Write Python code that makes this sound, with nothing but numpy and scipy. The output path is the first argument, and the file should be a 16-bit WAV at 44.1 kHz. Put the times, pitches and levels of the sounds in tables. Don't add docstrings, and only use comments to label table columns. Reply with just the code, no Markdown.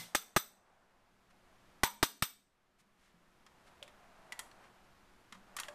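import sys
import numpy as np
from scipy import signal
from scipy.fft import rfft, irfft, next_fast_len
from scipy.io import wavfile
from scipy.ndimage import uniform_filter1d, map_coordinates

SR = 44100
rng = np.random.default_rng(int(sys.argv[2]) if len(sys.argv) > 2 else 0)


def unload_wav(signal):
    wavfile.write(
        sys.argv[1],
        SR,
        np.round(np.clip(np.atleast_2d(signal).T, -1, 1) * 32767).astype(np.int16),
    )


N = 253134
TIME = np.arange(N) / SR
AGE = np.arange(SR // 2) / SR


def amp(db):
    return 10 ** (np.asarray(db) / 20)


def unit(x):
    return x / np.sqrt(np.mean(x ** 2) + 1e-20)


def along(points, hz):
    freqs, values = np.transpose(points)
    return np.interp(np.log(hz + 1), np.log(freqs), values)


def filtered(x, gain):
    size = next_fast_len(len(x) + 8192)
    return irfft(rfft(x, size) * gain(np.fft.rfftfreq(size, 1 / SR)), size)[:len(x)]


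def noise(spectrum, size, tilt_db=0):
    def gain(hz):
        return amp(along(spectrum, hz) + tilt_db * np.log2(np.maximum(hz / 1000, 1)))
    return unit(filtered(rng.standard_normal(size), gain))


def wobble(rate, size):
    knots = np.random.default_rng(rng.integers(2 ** 31)).standard_normal(int(size * rate / SR) + 4)
    return map_coordinates(knots, [np.arange(size) * rate / SR])


def fade(t60):
    return amp(-60 * AGE / max(t60, 1e-3))


def ring(modes, blur, rate):
    return sum(amp(db) * fade(t60) * np.sin(2 * np.pi * hz * AGE + blur * wobble(rate, len(AGE)))
               for hz, db, t60 in modes)


def add(track, start_s, sound):
    part = track[max(round(start_s * SR), 0):][:len(sound)]
    part += sound[:len(part)]


# freq_hz, level_db
AIR_SPECTRUM = [(20, 6.5), (35, -3.5), (70, -5), (130, -9.5), (200, -3.5), (270, -7.5), (420, -11),
                (700, -8.5), (1400, -10.5), (3000, -18.5), (7000, -26.5), (14000, -32.5)]
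# pitch_hz, level_db
HUM_TONES = [(120, -80.5), (190, -78.5), (362, -79)]


def room_tone(air_db=-65):
    hum = sum(amp(db) * np.sin(2 * np.pi * hz * TIME + wobble(6.1, N)) for hz, db in HUM_TONES)
    return amp(air_db) * noise(AIR_SPECTRUM, N) + hum


# freq_hz, t60_s
ROOM_DECAY = [(150, 0.93), (1000, 0.29), (4000, 0.37), (8000, 0.4), (14000, 0.25)]
# freq_hz, gain_db
WALL_COLOUR = [(80, -18), (190, 6.5), (400, 1), (700, 0.5), (1200, 1), (4000, -4), (10000, -2.5),
               (14000, 1.5)]


def reverberation(x, build_s=0.0078):
    hz, t, spectra = signal.stft(rng.standard_normal(len(AGE)), SR, nperseg=256)
    decay = amp(-60 * t / along(ROOM_DECAY, hz)[:, None])
    tail = signal.istft(spectra * decay, SR, nperseg=256)[1][:len(AGE)]
    tail *= 1 - np.exp(-(AGE / build_s) ** 2)
    tail = filtered(tail / np.linalg.norm(tail), lambda f: amp(along(WALL_COLOUR, f)))
    return signal.fftconvolve(x, tail)[:N]


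# middle_s, level_db, half_length_s
ARM_MOVES = [(0, -52.5, 0.23), (0.646, -61, 0.34), (1.45, -72, 0.17), (3.7, -75, 0.28),
             (4.353, -63.5, 0.48), (5.723, -61.5, 0.28)]
# freq_hz, level_db
CLOTH_SPECTRUM = [(80, -12), (300, -6), (520, -1), (720, 5), (900, 1.5), (1200, -0.5), (1500, -2),
                  (2000, -8), (4000, -20.5), (9000, -25), (14000, -40)]


def sleeves(flutter_db=0.7):
    movement = sum(amp(db) * np.exp(-((TIME - s) / half_s) ** 2) for s, db, half_s in ARM_MOVES)
    flutter = amp(flutter_db * wobble(12, N))
    return movement * flutter * noise(CLOTH_SPECTRUM, N)


# freq_hz, level_db
SCRAPE_SPECTRUM = [(100, -28.5), (600, -21.5), (1100, -6.5), (2200, -1.5), (2900, -3), (4500, -4.5),
                   (8000, -4), (11000, -7), (14000, -15)]
# middle_s, level_db, half_length_s, tilt_db_per_octave
STROKES = [(1.31, -64, 0.009, -6.5), (2.803, -61, 0.015, -2.5), (3.048, -66.5, 0.076, -4.5),
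           (3.678, -64.5, 0.015, -5), (4.646, -64, 0.033, -9), (5.351, -59, 0.011, -7),
           (5.591, -40.5, 0.0053, -6), (5.65, -56, 0.011, -7)]


def brushes():
    track = np.zeros(N)
    centre_s = AGE[-1] / 2
    for middle_s, db, half_s, tilt_db in STROKES:
        swell = np.exp(-((AGE - centre_s) / half_s) ** 2)
        add(track, middle_s - centre_s, amp(db) * swell * noise(SCRAPE_SPECTRUM, len(AGE), tilt_db))
    return track


# start_s, level_db, pitch_hz
PAD_BUMPS = [(2.813, -56, 196), (3.142, -55, 173), (3.821, -49.5, 550), (5.3252, -53, 198),
             (5.6839, -44.5, 588)]


def bumps(t60=0.12, touch_s=0.00094):
    track = np.zeros(N)
    onset = 1 - np.exp(-AGE / touch_s)
    for start_s, db, hz in PAD_BUMPS:
        add(track, start_s, onset * ring([(hz, db, t60)], blur=1.0, rate=100))
    return track


# pitch_hz, level_db, t60_s
ACTION_MODES = [(984, -1, 0.14), (1230, -2, 0.11), (1854, -1, 0.15), (1960, -1, .07), (2436, -4.5, 0.046),
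                (3300, -1, 0.083), (4530, -13, .07), (5740, -6, 0.063), (7000, -3.5, .1), (7500, -9.5, .08),
                (10300, -15, .08)]


def contact(hz, note_db, tilt_db, scrape_t60=0.037, note_t60=0.05, ring_db=-14, touch_s=0.0007):
    scrape = noise(SCRAPE_SPECTRUM, len(AGE), tilt_db) * fade(scrape_t60)
    note = ring([(hz, note_db, note_t60)], blur=0.75, rate=87) * (1 - np.exp(-AGE / touch_s))
    lowest_hz = ACTION_MODES[0][0]
    tilted_modes = [(f, db + tilt_db * np.log2(f / lowest_hz) / 2, t60) for f, db, t60 in ACTION_MODES]
    return scrape + note + amp(ring_db) * ring(tilted_modes, blur=3.2, rate=110)


def chatter(start_s=1.8396, gap_s=0.0118, count=4, first_db=-28, loss_db=2.1):
    track = np.zeros(N)
    for k in range(count):
        bounce = contact(hz=958, note_db=8, tilt_db=-7.5, scrape_t60=0.043)
        add(track, start_s + k * gap_s, amp(first_db - k * loss_db) * bounce)
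    return track


# start_s, level_db, pitch_hz, note_db, tilt_db_per_octave
ACTION_CLICKS = [(3.4648, -53, 5200, -12, -5.5), (3.8781, -54.5, 3475, -5, -4),
                 (4.3221, -39.5, 1980, 0.5, -3), (4.392, -36, 946, -7, 1.5), (4.514, -57, 4320, -1, -5),
                 (5.3242, -45.5, 1214, -5, -4.5), (5.5659, -36.5, 1160, -2.5, 2),
                 (5.5994, -35, 1365, -11, 2), (5.684, -43.5, 1675, 0.5, -4.5)]


def loose_action(settle_s=0.0045, settle_db=-8.5, settle_tilt_db=-6.5):
    track = np.zeros(N)
    for start_s, db, hz, note_db, tilt_db in ACTION_CLICKS:
        add(track, start_s, amp(db) * contact(hz, note_db, tilt_db))
        settling = contact(hz, note_db, tilt_db + settle_tilt_db)
        add(track, start_s + settle_s, amp(db + settle_db) * settling)
    return track


# start_s, level_db
CATCH_SNAPS = [(3.8271, -34), (5.6339, -31.5)]


def spring_catch(hz=3150, rise_s=0.00071, scrape_db=-16, scrape_t60=0.064):
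    track = np.zeros(N)
    rise = (AGE / rise_s) ** 2
    tick = rise * np.exp(1 - rise) * np.sin(2 * np.pi * hz * AGE)
    for start_s, db in CATCH_SNAPS:
        scrape = noise(SCRAPE_SPECTRUM, len(AGE), tilt_db=-3) * fade(scrape_t60)
        add(track, start_s, amp(db) * (tick + amp(scrape_db) * scrape))
    return track


# centre_hz, width_hz, level_db
RING_CLUSTERS = [(960, 160, -3), (1380, 330, 0), (2000, 450, -6), (3580, 350, 1), (3950, 300, -2),
                 (5000, 200, -5), (6040, 220, 5), (8500, 600, -3), (11700, 1500, -12), (8030, 170, 4),
                 (13850, 240, 8)]
# pitch_hz, level_db, t60_s
RING_PARTIALS = [(3584, -4, .25), (5985, 0, .25), (8028, -5, .36), (13885, -1, .28)]


def blow_ring(t60=0.18, partials_db=-15):
    def clusters(f):
        return np.sqrt(sum(amp(db) ** 2 / (1 + (2 * (f - hz) / width) ** 2) ** 2
                           for hz, width, db in RING_CLUSTERS))
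    shimmer = unit(filtered(rng.standard_normal(len(AGE)), clusters))
    return shimmer * fade(t60) + amp(partials_db) * ring(RING_PARTIALS, blur=0.8, rate=140)


# freq_hz, level_db
CRACK_SPECTRUM = [(200, -9.5), (700, -7.5), (1600, 0), (2800, 1), (3600, 5), (4400, 1.5), (6000, 2),
                  (7200, -2.5), (8300, 1.5), (10000, -5), (12000, -4.5), (13700, -8.5)]


def steel_crack(t60=0.086, swell_s=0.00039):
    return noise(CRACK_SPECTRUM, len(AGE)) * fade(t60) * (1 - np.exp(-AGE / swell_s))


def dying_blow(db=-35, ring_db=-3, receiver_db=-9, t60=0.34):
    track = np.zeros(N)
    receiver = ring([(172, 3.0, t60), (2046, 9.5, 0.18), (4150, -5, 0.25)], blur=1.0, rate=150)
    crack_tail = noise(CRACK_SPECTRUM, len(AGE)) * fade(t60)
    add(track, 0, amp(db) * (crack_tail + amp(ring_db) * blow_ring() + amp(receiver_db) * receiver))
    return track


# freq_hz, level_db
GRIND_SPECTRUM = [(40, -13.5), (300, 1), (800, -22.5), (1250, 2), (1900, -4.5), (2800, -12.5), (6000, -21),
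                  (14000, -28)]


def pin_grind(weight, slide_s, travel):
    sliding = np.exp(-(AGE / slide_s) ** 6) / np.sqrt(travel)
    return sliding * noise([(hz, db + along(weight, hz)) for hz, db in GRIND_SPECTRUM], len(AGE))


# pitch_hz, level_db, t60_s
GUN_MODES = [(125, -12, 0.036), (220, -12, 0.017), (380, -12.5, 0.037), (598, -6, 0.024), (840, -6, 0.023),
             (939, -6.5, 0.037), (1110, -2.5, .012), (1233, -11, 0.024), (1400, -6.5, 0.0029),
             (1583, -11, 0.035), (1940, -10, 0.025), (2140, -14, 0.045), (2330, -19.5, .03)]


def gun_knock(weight):
    return sum(-(-1) ** k * amp(db + along(weight, hz)) * fade(t60) * np.sin(2 * np.pi * hz * AGE)
               for k, (hz, db, t60) in enumerate(GUN_MODES))


# start_s, level_db, thump_db, hollow_db, slide_s, crack_db
HAMMER_BLOWS = [(0.1485, -11.5, -3.5, 3.5, 0.009, -4), (0.3630, -5.5, 0, 1.5, 0.014, -9),
                (1.8338, -9.5, -2.5, -2, 0.0061, -8.5), (2.0284, -4, 2.5, 2.5, 0.0105, -4.5),
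                (2.2233, -8, 3.5, -7.5, 0.0066, -5.5)]


def hammer(rebound_db=-9, push_db=-16.5, grind_db=-6, ring_db=-15.5,
           rebound_share=0.42, push_s=0.00092, typical_slide_s=0.0098):
    knocks, bright = np.zeros(N), np.zeros(N)
    for start_s, db, thump_db, hollow_db, slide_s, crack_db in HAMMER_BLOWS:
        weight = [(200, thump_db), (650, hollow_db), (1600, 0)]  # freq_hz, gain_db
        knock = gun_knock(weight)
        add(knocks, start_s, amp(db) * knock)
        add(knocks, start_s + rebound_share * slide_s, amp(db + rebound_db) * knock)
        travel = slide_s / typical_slide_s
        push = -travel * AGE / push_s * np.exp(1 - AGE / push_s)
        add(knocks, start_s, amp(db + push_db) * push)
        add(knocks, start_s, amp(db + grind_db) * pin_grind(weight, slide_s, travel))
        add(bright, start_s, amp(db + crack_db) * steel_crack() + amp(db + ring_db) * blow_ring())
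    return knocks, bright


def scene():
    knocks, bright = hammer()
    handling = loose_action() + chatter() + spring_catch() + bumps() + brushes()
    radiated = filtered(knocks, lambda hz: hz ** 2 / (hz ** 2 + 900 ** 2))
    room = reverberation(amp(-22) * radiated + amp(-14) * bright + amp(-11.5) * handling)
    return (knocks + bright + handling + dying_blow() + room + room_tone() + sleeves())[None]


def record(dry, limit_db=-21, release_db_per_s=10, start_cut_db=12, top_hz=14130):
    mic = dry[0]
    level_db = 10 * np.log10(np.abs(uniform_filter1d(mic ** 2, size=220)) + 1e-12)
    excess_db = np.maximum(level_db - limit_db, 0)
    recovery_db = release_db_per_s * TIME
    cut_db = np.maximum.accumulate(np.maximum(excess_db + recovery_db, start_cut_db)) - recovery_db
    ducked = mic * amp(-uniform_filter1d(cut_db, size=44))
    return filtered(ducked, lambda hz: 1 / np.sqrt(1 + (hz / top_hz) ** 150))[None]


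dry = scene()
out = record(dry)
unload_wav(out)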